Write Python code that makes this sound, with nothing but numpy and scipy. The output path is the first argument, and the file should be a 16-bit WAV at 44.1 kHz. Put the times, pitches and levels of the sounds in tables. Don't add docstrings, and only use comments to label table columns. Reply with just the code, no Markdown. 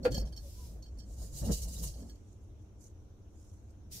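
import sys
import numpy as np
from scipy import signal
from scipy.io import wavfile
from scipy.ndimage import uniform_filter1d

SR = 44100
rng = np.random.default_rng(int(sys.argv[2]) if len(sys.argv) > 2 else 0)


def to_wav(s):
    ch = np.atleast_2d(s).T
    pcm = np.round(np.clip(ch, -1, 1) * 32767)
    wavfile.write(sys.argv[1], SR, pcm.astype(np.int16))


def natural_amplitude(level_db):
    exponent = np.asarray(level_db, float) / 20
    return 10 ** exponent


N = 176400

# f/Hz, level/dB [per Hz]
FUR_COLOUR = [(940, -31), (1600, -18.5), (5590, 0.5), (9830, -6), (11500, -4.5), (15700, -9)]


def evened(x):
    return x / np.sqrt(np.mean(x ** 2) + 1e-20)


def read(points, hz):
    f, value = np.transpose(points)
    return np.interp(np.log(hz + 1), np.log(f + 1), value)


def swell(s, db, rise, fall, hold=0):
    t = np.arange(N) / SR - s
    before = np.maximum(-t, 0) / abs(rise)
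    after = np.maximum(t - hold, 0) / abs(fall)
    return natural_amplitude(db - 20 * np.minimum(before + after, 4) ** 1.4)


def joint(levels):
    return np.sqrt(sum(level ** 2 for level in levels))


def resonate(x, hz, width):
    turn = np.exp(2j * np.pi * hz * np.arange(N) / SR)
    r = np.exp(-np.pi * width / SR)
    smooth = signal.lfilter([1 - r], [1, -r], x / turn)
    return 2 * (turn * smooth).real


def noise(colour, patchy_db, flicker_db, size=512, alike=False):
    # f/Hz, likeness [0 to 1]
    likeness = [(120, 0.9497), (300, 0.6996), (600, 0.6011), (1400, 0)]
    frames, hz = N * 4 // size + 5, np.fft.rfftfreq(size, 1 / SR)
    a, b, c, d, patch = rng.standard_normal((frames, len(hz), 5)).T
    patch = evened(uniform_filter1d(uniform_filter1d(patch, size=6, axis=0), size=10, axis=1))
    flicker = evened(uniform_filter1d(rng.standard_normal(frames), size=3))
    same = np.clip(read(likeness, hz), 0, 1)[:, None] * alike
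    left, stray = a + 1j * b, c + 1j * d
    z = np.array([left, same * left + np.sqrt(1 - same ** 2) * stray])
    z *= natural_amplitude(read(colour, hz)[:, None] + patchy_db * patch + flicker_db * flicker)
    sound = signal.istft(z, nperseg=size, noverlap=size * 3 // 4)[1]
    return evened(sound[:, :N])


def panned(x, db):
    return x * natural_amplitude(np.array([[db / 2], [-db / 2]]))


def wobbles(rows, wander, fuzz_db):
    out = np.zeros((2, N))
    for s, db, rise, fall, hz in rows:
        drift = evened(uniform_filter1d(rng.standard_normal((3, N)), size=700))
        pitch = hz * (1 + wander * drift * [[1], [4], [4]])
        turns = np.cumsum(pitch, 1) / SR + rng.random((3, 1))
        tone = np.sqrt(2) * np.sin(2 * np.pi * turns)
        out += swell(s, db, rise, fall) * (tone[0] + natural_amplitude(fuzz_db) * tone[1:])
    return out


def room():
    # f/Hz, level/dB [per Hz]
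    rumble_colour = [(12, -16), (20, -10), (92, 2.5), (142, -22.5), (205, -13.5), (261, -20.5), (302, -16),
                     (1600, -43), (2080, -97), (3520, -120)]
    # f/Hz, level/dB
    mains = [(100, -65), (120, -68), (200, -77), (300, -72.5), (400, -85)]
    # f/Hz, level/dB [per Hz]
    hiss_colour = [(760, -47), (1300, -3), (3880, -4.5), (4940, -9.5), (5890, 3), (8140, -11), (15700, -16)]
    t = np.arange(N) / SR
    hum = sum(natural_amplitude(db) * np.sqrt(2) * np.sin(2 * np.pi * (hz * t + rng.random())) for hz, db in mains)
    rumble = natural_amplitude(-52.5) * noise(rumble_colour, patchy_db=0, flicker_db=0, size=4096, alike=True)
    hiss = natural_amplitude(-80.5 + 3.5) * noise(hiss_colour, patchy_db=2, flicker_db=0)
    return rumble + hum + hiss


def shelf():
    # peak t/s, level/dB, 20 dB rise/s
    sways = [(.04, -41, .17), (.14, -32, .065), (.215, -29, .06), (.25, -33, .05), (.33, -41, .07),
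             (.39, -40, .05), (.46, -43, .08), (.6, -43, .15), (.76, -42, .15), (.92, -43, .09),
             (.98, -40, .07), (1.11, -40, .08), (1.225, -37, .09), (1.34, -41, .055), (1.435, -32, .055),
             (1.525, -28, .06), (1.65, -35, .13), (1.78, -39, .05), (1.835, -33, .05), (1.89, -40, .08),
             (1.99, -38, .07), (2.12, -44, .07)]
    # peak t/s, level/dB, 20 dB rise/s, f/Hz
    landings = [(0.057, -56.5, 0.2615, 200.5), (.068, -36, 0.0188, 338.4), (0.081, -42, 0.1506, 246.4),
                (0.132, -37.5, 0.0727, 121), (0.181, -32, 0.0047, 188.5), (.7, -57, -0.1627, 150),
                (1.03, -61, 0.3177, 200), (.21, -49.5, 0.2041, 129.7), (1.23, -53.5, 0.085, 135),
                (1.25, -53, 0.1506, 110), (1.367, -49.5, 0.0995, 120), (1.426, -37, 0.02, 170),
                (1.442, -36, 0.0327, 95), (1.486, -35.5, 0.0512, 215), (1.505, -30, 0.0255, 160),
                (1.836, -44, 0.1052, 130), (1.679, -51, 0.18, 152), (2.03, -49.5, 0.086, 220),
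                (3.978, -56.5, 0.2743, 130)]
    # peak t/s, level/dB, rise/s, fall/s, f/Hz
    air_booms = [
        (.062, -21, .013, .032, 517),
        (.082, -30, .02, .02, 517),
        (.116, -44, .015, .02, 520),
        (.152, -46, .015, .04, 545),
        (.195, -50, .03, .04, 520),
        (.46, -58, .05, .05, 560),
        (1.445, -49, .02, .02, 545),
        (1.503, -40, .03, .045, 465),
        (.61, -67, .06, .09, 980),
    ]
    # f/Hz, level/dB
    scuff_colour = [(150, -23), (300, 0.5), (540, 7), (900, -8.5), (1400, -16), (2200, -20.5), (4000, -31)]
    thuds = [(s, db, rise, 1.4 * rise, hz) for s, db, rise, hz in landings]
    sway = joint(swell(s, db - 2, rise, 1.1 * rise) for s, db, rise in sways)
    rubbing = joint(swell(*row[:4]) for row in thuds) + natural_amplitude(-10.5) * sway
    scuff = natural_amplitude(-15) * rubbing * noise(scuff_colour, patchy_db=3, flicker_db=0.8228, alike=True)
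    board_hz = 57
    board = sway * wobbles([(0, 0, 1, 1e6, board_hz)], .16, fuzz_db=-24)
    booms = wobbles(air_booms, .025, fuzz_db=-16)
    return scuff + booms + wobbles(thuds, 0.24, fuzz_db=-7.0) + board


def fur():
    # start of hold t/s, level/dB, rise/s, hold/s, fall/s, extra treble/dB
    brushes = [
        (0.049, -55.5, 0.0225, 0.0039, 0.02054, -9.5),
        (0.115, -53, 0.01249, 0.0501, 0.04884, -2.5),
        (.26, -62, 0.00953, 0.0224, 0.0486, -6),
        (0.471, -59.5, 0.1553, 0.1911, 0.15404, 1),
        (0.994, -73, 0.01382, 0.00934, 0.0241, -4.5),
        (3.926, -47.5, 0.017323, 0.04192, 0.07666, 2),
    ]
    # peak t/s, level/dB, rise/s, fall/s
    stirs = [
        (2.32, -71.5, 0.0825, 0.04268),
        (2.44, -79, 0.1522, 0.093),
        (2.62, -77, 0.04036, 0.0654),
        (2.815, -64.5, 0.02836, 0.0626),
        (2.855, -62.5, 0.03954, 0.0665),
        (3.02, -87, 0.0508, 0.0513),
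        (3.405, -69, 0.1013, 0.1764),
        (3.53, -72.5, 0.2307, 0.1991),
        (3.7, -76, 0.0302, 0.0561),
    ]
    # f/Hz, level/dB [per Hz]
    stir_colour = [(2000, -29.5), (3500, -25.5), (4900, -11), (5900, -2), (6600, 1.5), (8000, -5.5),
                   (11000, -12), (15700, -23)]
    level = joint(swell(s, db, rise, fall, hold) for s, db, rise, hold, fall, _ in brushes)
    top = joint(swell(s, db + top_db, rise, fall, hold) for s, db, rise, hold, fall, top_db in brushes)
    swish = noise(FUR_COLOUR, patchy_db=1.2, flicker_db=0)
    body = signal.sosfiltfilt(signal.butter(2, 8500, fs=SR, output="sos"), swish)
    stir = joint(swell(*row) for row in stirs) * noise(stir_colour, patchy_db=3.5, flicker_db=2.0)
    return panned(level * body + top * (swish - body), -0.5) + panned(stir, -3.5)


def rattle():
    # t/s, level/dB, extra of low modes/dB, extra of high modes/dB
    foot_ticks = [(.03, -47, -26, -5.5), (0.045, -38, -19.5, -6), (.053, -47, -1.5, -8.5),
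                  (0.076, -51, -5.5, -14.5), (0.117, -43, 4, 4), (0.127, -42.5, -0.5, -2.5),
                  (0.144, -33.5, 1.5, -2.5), (.152, -36.5, -4, -6.5), (.165, -40.5, 3.5, 0),
                  (0.177, -36, -3.5, -0.5), (0.188, -46.5, -4, -7.5), (.197, -47.5, -0.5, 6.5),
                  (.21, -49, -5.5, -0.5), (.226, -56.5, -1.5, -1.5), (0.252, -59.5, 6.5, 8.5),
                  (.271, -63.5, 11, 4), (.324, -50.5, 1, -2.5), (0.334, -49.5, -8, -9),
                  (0.363, -48.5, -4, 3.5), (.373, -49.5, 2, 6), (.39, -59.5, 2, -10.5),
                  (0.824, -52, -13, 2.5), (.838, -54, -13, -0.5), (.859, -52.5, -4, -4.5),
                  (.88, -63.5, 3, 2.5), (0.973, -66, -13.5, 2.5), (0.985, -59, -16.5, 7),
                  (0.991, -62, -8.5, 10), (.999, -55.5, 1, 6), (1.019, -63, 10, 5.5),
                  (1.033, -67.5, 2.5, 3), (1.937, -52, -1, -8.5), (1.971, -62, -1, 2.5),
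                  (2.002, -67, 12, 0.5), (2.023, -58.5, 0, 0.5), (2.087, -63.5, -7.5, 7),
                  (2.095, -52.5, 0, 2.5), (2.112, -67.5, 0.5, 0.5), (2.155, -66.5, 1, 2)]
    # f/Hz, width/Hz, level/dB
    modes = [(1677, 26, -12), (3145, 28, -6), (3245, 40, -12), (4388, 20, -1), (4450, 30, -3),
             (4725, 20, -6), (5485, 26, -1), (6362, 26, -8), (6510, 30, -11), (7270, 34, -12),
             (8365, 40, -12), (9800, 40, -19), (11890, 40, -15), (13700, 45, -19)]
    spread_db, contact_hz = 2, 190
    s, db, low_db, high_db = np.transpose(foot_ticks)
    share = rng.standard_normal((len(s), len(modes), 2))
    lag = rng.random((len(s), len(modes), 2))
    out = np.zeros((2, N))
    for k, (hz, width, mode_db) in enumerate(modes):
        size = natural_amplitude(db + mode_db + low_db * (hz < 3500) + high_db * (hz > 5000))
        size = size[:, None] * natural_amplitude(spread_db * np.clip(share[:, k], -1.5, 1.5))
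        ticks = np.zeros((2, N))
        start = (SR * (s[:, None] + lag[:, k] / hz)).astype(int)
        np.put_along_axis(ticks, start.T, size.T, 1)
        rocking = natural_amplitude(3 * evened(uniform_filter1d(rng.standard_normal(N), size=250)))
        ring = resonate(resonate(ticks, hz, contact_hz), hz, width)
        out += rocking * ring * SR / (4 * np.pi * width)
    grit = joint(swell(t, peak_db - 13, 0.001938, .02) for t, peak_db in zip(s, db + high_db / 2))
    return panned(out + grit * noise(FUR_COLOUR, patchy_db=8, flicker_db=-0.2423), -4)


def knock():
    # f/Hz, level/dB
    wall_modes = [(652, 3), (705, -3), (786, 2), (1151, -12.5), (1400, -0.5), (1638, -4.5), (2466, -6)]
    t60 = 0.0669
    blow = swell(0.051748, -39, 0.001886, 0.039294, 0.00176) * rng.standard_normal((2, N))
    ring = sum(natural_amplitude(db) * resonate(blow, hz, 2.0896 / t60) for hz, db in wall_modes)
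    clack = resonate(resonate(blow, 1254.3, 2356), 1254.3, 2136.4)
    return ring * np.sqrt(t60 * SR / 20) + natural_amplitude(3.5) * clack


def dust():
    # peak t/s, level/dB, 20 dB rise/s, 20 dB fall/s
    flings = [(1.105, -78.5, 0.5871, -0.0011), (1.145, -62.5, 0.1214, 0.0294),
              (1.19, -59.5, 0.0495, 0.1315), (1.232, -54.5, 0.0777, 0.1253), (1.34, -57, 0.0359, 0.0914),
              (1.39, -45, 0.068, 0.0607), (1.458, -46.5, 0.0353, 0.0816), (1.523, -38, 0.0189, 0.0773),
              (1.577, -46, 0.0307, 0.0799), (1.628, -45.5, 0.0259, 0.0584), (1.683, -48.5, -0.0083, 0.0747),
              (1.742, -47.5, 0.0474, 0.0676), (1.793, -47, -0.0331, 0.0589), (1.838, -41, 0.0252, 0.0622),
              (1.873, -46, 0.0009, 0.0607), (1.935, -65, 0.0888, 0.0582), (2.015, -61.5, 0.1457, 0.025),
              (2.1, -69, 0.2693, 0.0575)]
    # f/Hz, level/dB [per Hz]
    dust_colour = [(710, -54), (1200, -31.5), (2340, -23.5), (2900, -19.5), (3480, -17.5), (3960, -6.5),
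                   (6800, 0.5), (11500, -8), (15700, -13)]
    # f/Hz, level/dB
    singing = [(2920, -19), (3200, -23), (3900, -17), (4720, -14), (5690, -14), (6050, -16), (6430, -14),
               (6660, -11), (7750, -16), (8440, -15), (11100, -18), (11980, -16)]
    level = joint(swell(*row) for row in flings)
    settling = np.sqrt(resonate(level ** 2, 0, 4.653) / 2)
    level = joint([level, natural_amplitude(-16.5) * settling])
    hits = np.minimum(rng.exponential(1, (2, N)), 5)
    hiss = evened(noise(dust_colour, patchy_db=-2.31, flicker_db=-0.3496) * natural_amplitude(1.503 * hits))
    grains = noise([(20, 0), (SR, 0)], patchy_db=4, flicker_db=0)
    for hz, db in singing:
        width = .07 * hz
        hiss = hiss + natural_amplitude(db) * evened(resonate(resonate(grains, hz, width), hz, width))
    core = hiss
    for _ in range(3):
        core = resonate(core, 7600, 7000)
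    wide = np.clip(1 + 0.02254 * (20 * np.log10(level) + 57), .03, 1)
    hiss = core + wide * (hiss - core)
    hiss = signal.sosfilt(signal.butter(2, 1800, "high", fs=SR, output="sos"), hiss)
    hiss = natural_amplitude(2.5) * level * evened(hiss)
    top = signal.sosfiltfilt(signal.butter(2, 10500, "high", fs=SR, output="sos"), hiss)
    return panned(hiss - top, -3.5) + natural_amplitude(1.841) * panned(top, 0.659)


def scene():
    return room() + shelf() + fur() + rattle() + knock() + dust()


def low_pass(x):
    return signal.sosfilt(signal.butter(12, 15800, fs=SR, output="sos"), x)


def record(dry):
    dry = signal.sosfiltfilt(signal.butter(40, 15700, fs=SR, output="sos"), dry)
    return low_pass(dry)


dry = scene()
out = record(dry)
to_wav(out)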